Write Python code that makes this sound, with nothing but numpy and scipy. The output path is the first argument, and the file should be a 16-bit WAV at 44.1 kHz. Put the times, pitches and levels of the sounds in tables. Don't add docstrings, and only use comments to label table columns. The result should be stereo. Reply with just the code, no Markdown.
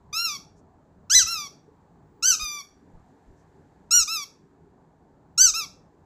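import sys
import numpy as np
from scipy import signal
from scipy.fft import rfft, irfft, next_fast_len
from scipy.io import wavfile
from scipy.ndimage import uniform_filter1d, map_coordinates

SR = 44100
rng = np.random.default_rng(int(sys.argv[2]) if len(sys.argv) > 2 else 0)


def unload_wav(signal):
    wavfile.write(
        sys.argv[1],
        SR,
        np.round(np.clip(np.atleast_2d(signal).T, -1, 1) * 32767).astype(np.int16),
    )


N = 267069
TOP_HZ = 15500

# (start [s], peak [s], knee [s], end [s], start pitch [Hz], peak pitch [Hz], end pitch [Hz],
#  stall time [s], level at the knee [dB], brightness [dB per overtone], octave boost [dB],
#  treble boost [dB], hiss [dB], swell above the knee [dB per 100 Hz])
SQUEEZES = [ (1.098, 1.161, 1.224, 1.236, 1291, 1780, 1270, .008, -39.5, -0.58, 1.5, -5, -4, 1.55),
            (2.225, 2.278, 2.329, 2.355, 1262, 1557, 1245, .012, -38.5, -.5, 3, 1, -5, 0.24),
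            (3.908, 3.958, 4.004, 4.037, 1277, 1452, 1255, .012, -39, 1.37, 0.5, -7.5, -14, 2.5),
            (5.377, 5.429, 5.479, 5.507, 1280, 1559, 1245, .012, -39.5, 1.32, -2, -10.5, -11, 1.15), ]
REFILLS = [ (.128, .243, .296, .372, 1170, 1394, 1098, .008, -41.5, 0.25, -.5, -2.5, -13, 1.98),
           (1.263, 1.317, 1.386, 1.476, 1257, 1376, 1106, .008, -43, .1, -1.5, -2, -13.5, 1.8),
           (2.395, 2.428, 2.454, 2.617, 1200, 1243, 1147, .045, -43.5, -.1, 2, 2, -18.5, 3.7),
           (4.075, 4.142, 4.177, 4.245, 1174, 1342, 1102, .008, -42, 0.75, 0, -3, -23.5, 1.67),
           (5.538, 5.588, 5.618, 5.655, 1190, 1351, 1100, .008, -43, 0.42, 0.5, -3.5, -19, 2.94), ]
# (knee pitch [Hz], rise curve [power], fall curve [power],
#  fade below the knee [dB per 100 Hz], brightening [dB per overtone per 100 Hz], stall loss [dB])
REED_BLOWN = (1342, 1.72, 1.9, 4.5, .4, 3)
REED_SUCKED = (1212, 2.55, 1.4, 8, .4, 5)
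# (frequency [Hz], gain [dB])
TUBE_BLOWN = [(600, -8.5), (1400, 4), (2900, 0.5), (4400, 6), (5300, 12.5), (6000, 18), (7200, 7),
              (8300, 3.5), (8700, -10), (9400, -12), (10500, -10), (12000, -7.5), (13500, -14),
              (15500, -23)]
TUBE_SUCKED = [(600, 4), (1300, 2), (2600, 2.5), (4000, 0.5), (5400, 7), (6000, 6), (6900, -7),
               (8300, -15.5), (8700, -21.5), (9400, -24.5), (10800, -12), (12000, -12), (13400, -22),
               (15500, -24)]
def rubber_toy():
    return reed(SQUEEZES, REED_BLOWN, TUBE_BLOWN) - reed(REFILLS, REED_SUCKED, TUBE_SUCKED)


# (frequency [Hz], gain [dB])
AIR_LEAK = [(300, -8.5), (2000, -16), (4000, -9.5), (7000, 1), (14000, 1.5)]
def reed(strokes, response, tube):
    gate, (hz, level_db, bright_db, octave_db, treble_db, hiss_db) = reed_motion(strokes, response)
    unsteady = 1 + .0017 * wobble(300) + .0025 * wobble(45)
    phase = 2 * np.pi * np.cumsum(hz * unsteady) / SR
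    bright_db = bright_db + .26 * wobble(60)
    buzz = np.zeros(N)
    for overtone in range(14):
        overtone_hz = (overtone + 1) * hz
        treble_share = np.clip((overtone_hz - 8000) / 2000, 0, 1)
        overtone_db = bright_db * overtone + octave_db * (overtone == 1) + treble_db * treble_share
        buzz += amp(overtone_db) * np.cos((overtone + 1) * phase) * (overtone_hz < TOP_HZ)
    leak = coloured(rng.standard_normal(N), AIR_LEAK)
    hiss = amp(hiss_db) * leak * (1 + .77 * np.cos(phase))
    return coloured(np.sqrt(2) * gate * amp(level_db) * (buzz + hiss), tube)


# (start [s], end [s], top pitch [Hz],
#  pitch bend kept [share], added level [dB], added brightness [dB per overtone], added octave [dB],
#  added treble [dB], added hiss [dB])
REED_FLIP = (1.1475, 1.192, 2018, .65, 3, -1.5, 4.5, .5, 2)
def reed_motion(strokes, response, catch_s=.004, open_s=.003, stop_s=.0037):
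    knee_hz, rise, fall, fade_db, brighten_db, stall_db = response
    flip_start, flip_end, flip_hz, bend_kept, *flip_db = REED_FLIP
    tracks = np.outer([1250, -42, 0, 0, 0, -15], np.ones(N))
    gate = np.zeros(N)
    for stroke in strokes:
        start, _, _, end, _, peak_hz, _, stall_s, *tone_db, swell_db = stroke
        span = slice(int((start - catch_s / 2) * SR), int((end + stop_s) * SR))
        t = np.arange(span.start, span.stop) / SR
        hz = pitch_arc(t, *stroke[:7], knee_hz, rise, fall)
        stalled = np.clip(1 + (t - end) / stall_s, 0, 1.3) ** 2
        above_knee = (hz - knee_hz) / 100
        tone = np.outer(tone_db, np.ones(len(t)))
        tone[0] += np.where(above_knee > 0, swell_db, fade_db) * above_knee - stall_db * stalled
        tone[1] += brighten_db * above_knee - .6 * np.exp(-(t - start) / open_s)
        flipped = (t > flip_start) & (t < flip_end)
        tone += np.outer(flip_db, flipped)
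        hz = np.where(flipped, flip_hz + bend_kept * (hz - peak_hz), hz)
        hz *= 1 - .045 * stalled
        tracks[:, span] = [hz, *tone]
        fade_in = (.5 + (t - start) / catch_s) ** 2
        fade_out = .5 + (end - t) / (2 * stop_s)
        gate[span] = np.clip(np.minimum(fade_in, fade_out), 0, 1)
    return gate, uniform_filter1d(tracks, size=130, axis=1)


def pitch_arc(t, start, peak, knee, end, start_hz, peak_hz, end_hz, knee_hz, rise, fall):
    progress = lambda a, b: np.clip((t - a) / (b - a), 0, 1)
    climb_left = (peak_hz - start_hz) * progress(peak, start) ** rise
    drop = (peak_hz - knee_hz) * progress(peak, knee) ** fall
    sag = (knee_hz - end_hz) * progress(knee, end)
    return peak_hz - climb_left - drop - sag


# (start [s], nearby surfaces [dB], walls [dB])
TOY_PLACES = [(0, -11.5, -10), (.9, -16.5, -10), (1.9, -8.5, -9), (3.5, -21, -13.5), (5.001, -13, -11.5)]
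# (frequency [Hz], time to fade by 60 dB [s])
WALL_RING = [(1000, 0.42), (3000, 0.34), (6000, 0.3), (9000, .35), (14000, 0.12)]
# (frequency [Hz], gain [dB])
ECHO_COLOUR = [(1000, -5.5), (2200, -6.5), (4000, -1), (6000, 3), (9000, -2), (14000, 12.5)]
def room_echo(squeaks, delay_s=.002):
    place = np.searchsorted(np.transpose(TOY_PLACES)[0], np.arange(N) / SR, side="right") - 1
    echoes = np.zeros(N)
    for k, (_, near_db, wall_db) in enumerate(TOY_PLACES):
        walls = amp(wall_db) * echo_tail(WALL_RING)
        nearby = amp(near_db) * echo_tail([(1000, .13), (10000, .0086)])
        delayed = np.pad(squeaks * (place == k), (int(delay_s * SR), 0))
        echoes += signal.fftconvolve(delayed, walls + nearby)[:N]
    return coloured(echoes, ECHO_COLOUR)


def echo_tail(ring_times, length_s=.75):
    hz, t, spectrum = signal.stft(rng.standard_normal(int(length_s * SR)), SR, nperseg=128)
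    decay = amp(-60 * t / curve_at(ring_times, hz)[:, None])
    tail = signal.istft(spectrum * decay, SR, nperseg=128)[1]
    return tail / np.linalg.norm(tail)


# (start [s], length [s], level [dB])
AIR_PUFFS = [(1.1, 0.12, -42.5), (1.19, 0.097, -41.5), (2.26, 0.1, -47.5), (2.41, 0.047, -44.5),
             (2.93, 0.052, -45.5), (3.26, 0.079, -46.5), (3.92, 0.16, -46.5), (5.38, 0.1, -39.5),
             (5.45, 0.12, -49.5)]
def air_puffs():
    return noise_swells(AIR_PUFFS, low_hz=21, high_hz=50)


# (start [s], length [s], level [dB])
FAINT_RUSTLES = [(.545, 0.08, -72), (3.03, .12, -86), (3.34, 0.12, -77)]
def rustles():
    return noise_swells(FAINT_RUSTLES, low_hz=5300, high_hz=7500)


# (frequency [Hz], relative level [dB])
RUMBLE_COLOUR = [(12, -49.5), (20, -16), (91, -2.5), (120, -8.5), (149, 0), (242, -8), (285, -4),
                 (329, -10.5), (401, -6), (545, -17), (857, -13), (1500, -30), (1950, -64), (3300, -120)]
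HISS_COLOUR = [(900, -28), (1500, -2.5), (1720, -1), (1940, -7.5), (2890, -17), (4490, -16), (5360, -20.5),
               (7410, -15), (9370, -29.5), (15600, -33)]
def household(rumble_db=-56.5, hiss_db=-76.5):
    rumble = unit(coloured(patchy_noise(depth_db=2.5), RUMBLE_COLOUR))
    hiss = unit(coloured(rng.standard_normal(N), HISS_COLOUR))
    return amp(rumble_db + .54 * wobble(3)) * rumble + amp(hiss_db + 1.4 * wobble(1.3)) * hiss


def patchy_noise(depth_db):
    spectrum = signal.stft(rng.standard_normal(N + 1024), nperseg=1024)[2]
    patches = uniform_filter1d(rng.standard_normal(spectrum.shape), size=5, axis=0)
    patches = uniform_filter1d(patches, size=8, axis=1)
    return signal.istft(spectrum * amp(depth_db * unit(patches)), nperseg=1024)[1][:N]


def noise_swells(rows, low_hz, high_hz):
    t = np.arange(N) / SR
    loudness = sum(amp(db) * np.sin(np.pi * np.clip((t - start) / length, 0, 1)) ** 2
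                   for start, length, db in rows)
    band = signal.butter(2, [low_hz, high_hz], "bandpass", fs=SR, output="sos")
    return loudness * unit(signal.sosfilt(band, rng.standard_normal(N)))


def coloured(x, colour):
    size = next_fast_len(N + SR // 2)
    gain = amp(curve_at(colour, np.fft.rfftfreq(size, 1 / SR)))
    cepstrum = irfft(np.log(gain + 1e-6), size)
    cepstrum[1:size // 2] *= 2
    cepstrum[size // 2 + 1:] = 0
    return irfft(rfft(x, size) * np.exp(rfft(cepstrum)), size)[:N]


def curve_at(points, hz):
    point_hz, values = np.transpose(points)
    return np.interp(np.log(hz + 1), np.log(point_hz + 1), values)


def wobble(rate):
    return map_coordinates(rng.standard_normal(int(N * rate / SR) + 4), [np.arange(N) * rate / SR])


def amp(db):
    return 10 ** (np.asarray(db) / 20)


def unit(x):
    return x / np.sqrt(np.mean(x ** 2) + 1e-20)


def scene():
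    squeaks = rubber_toy()
    mono = squeaks + room_echo(squeaks) + household() + air_puffs() + rustles()
    return np.array([mono, mono])


def record(dry, bend=.13, ceiling=.75, low_cut_hz=8):
    rounded = dry / (1 + np.abs(dry / ceiling) ** 5) ** (1 / 5)
    bent = rounded + bend * rounded ** 2
    size = next_fast_len(N + SR // 4)
    hz = np.fft.rfftfreq(size, 1 / SR)
    low_cut = 1j * hz / (low_cut_hz + 1j * hz)
    return irfft(rfft(bent, size) * low_cut * (hz < TOP_HZ), size)[:, :N]


dry = scene()
out = record(dry)
unload_wav(out)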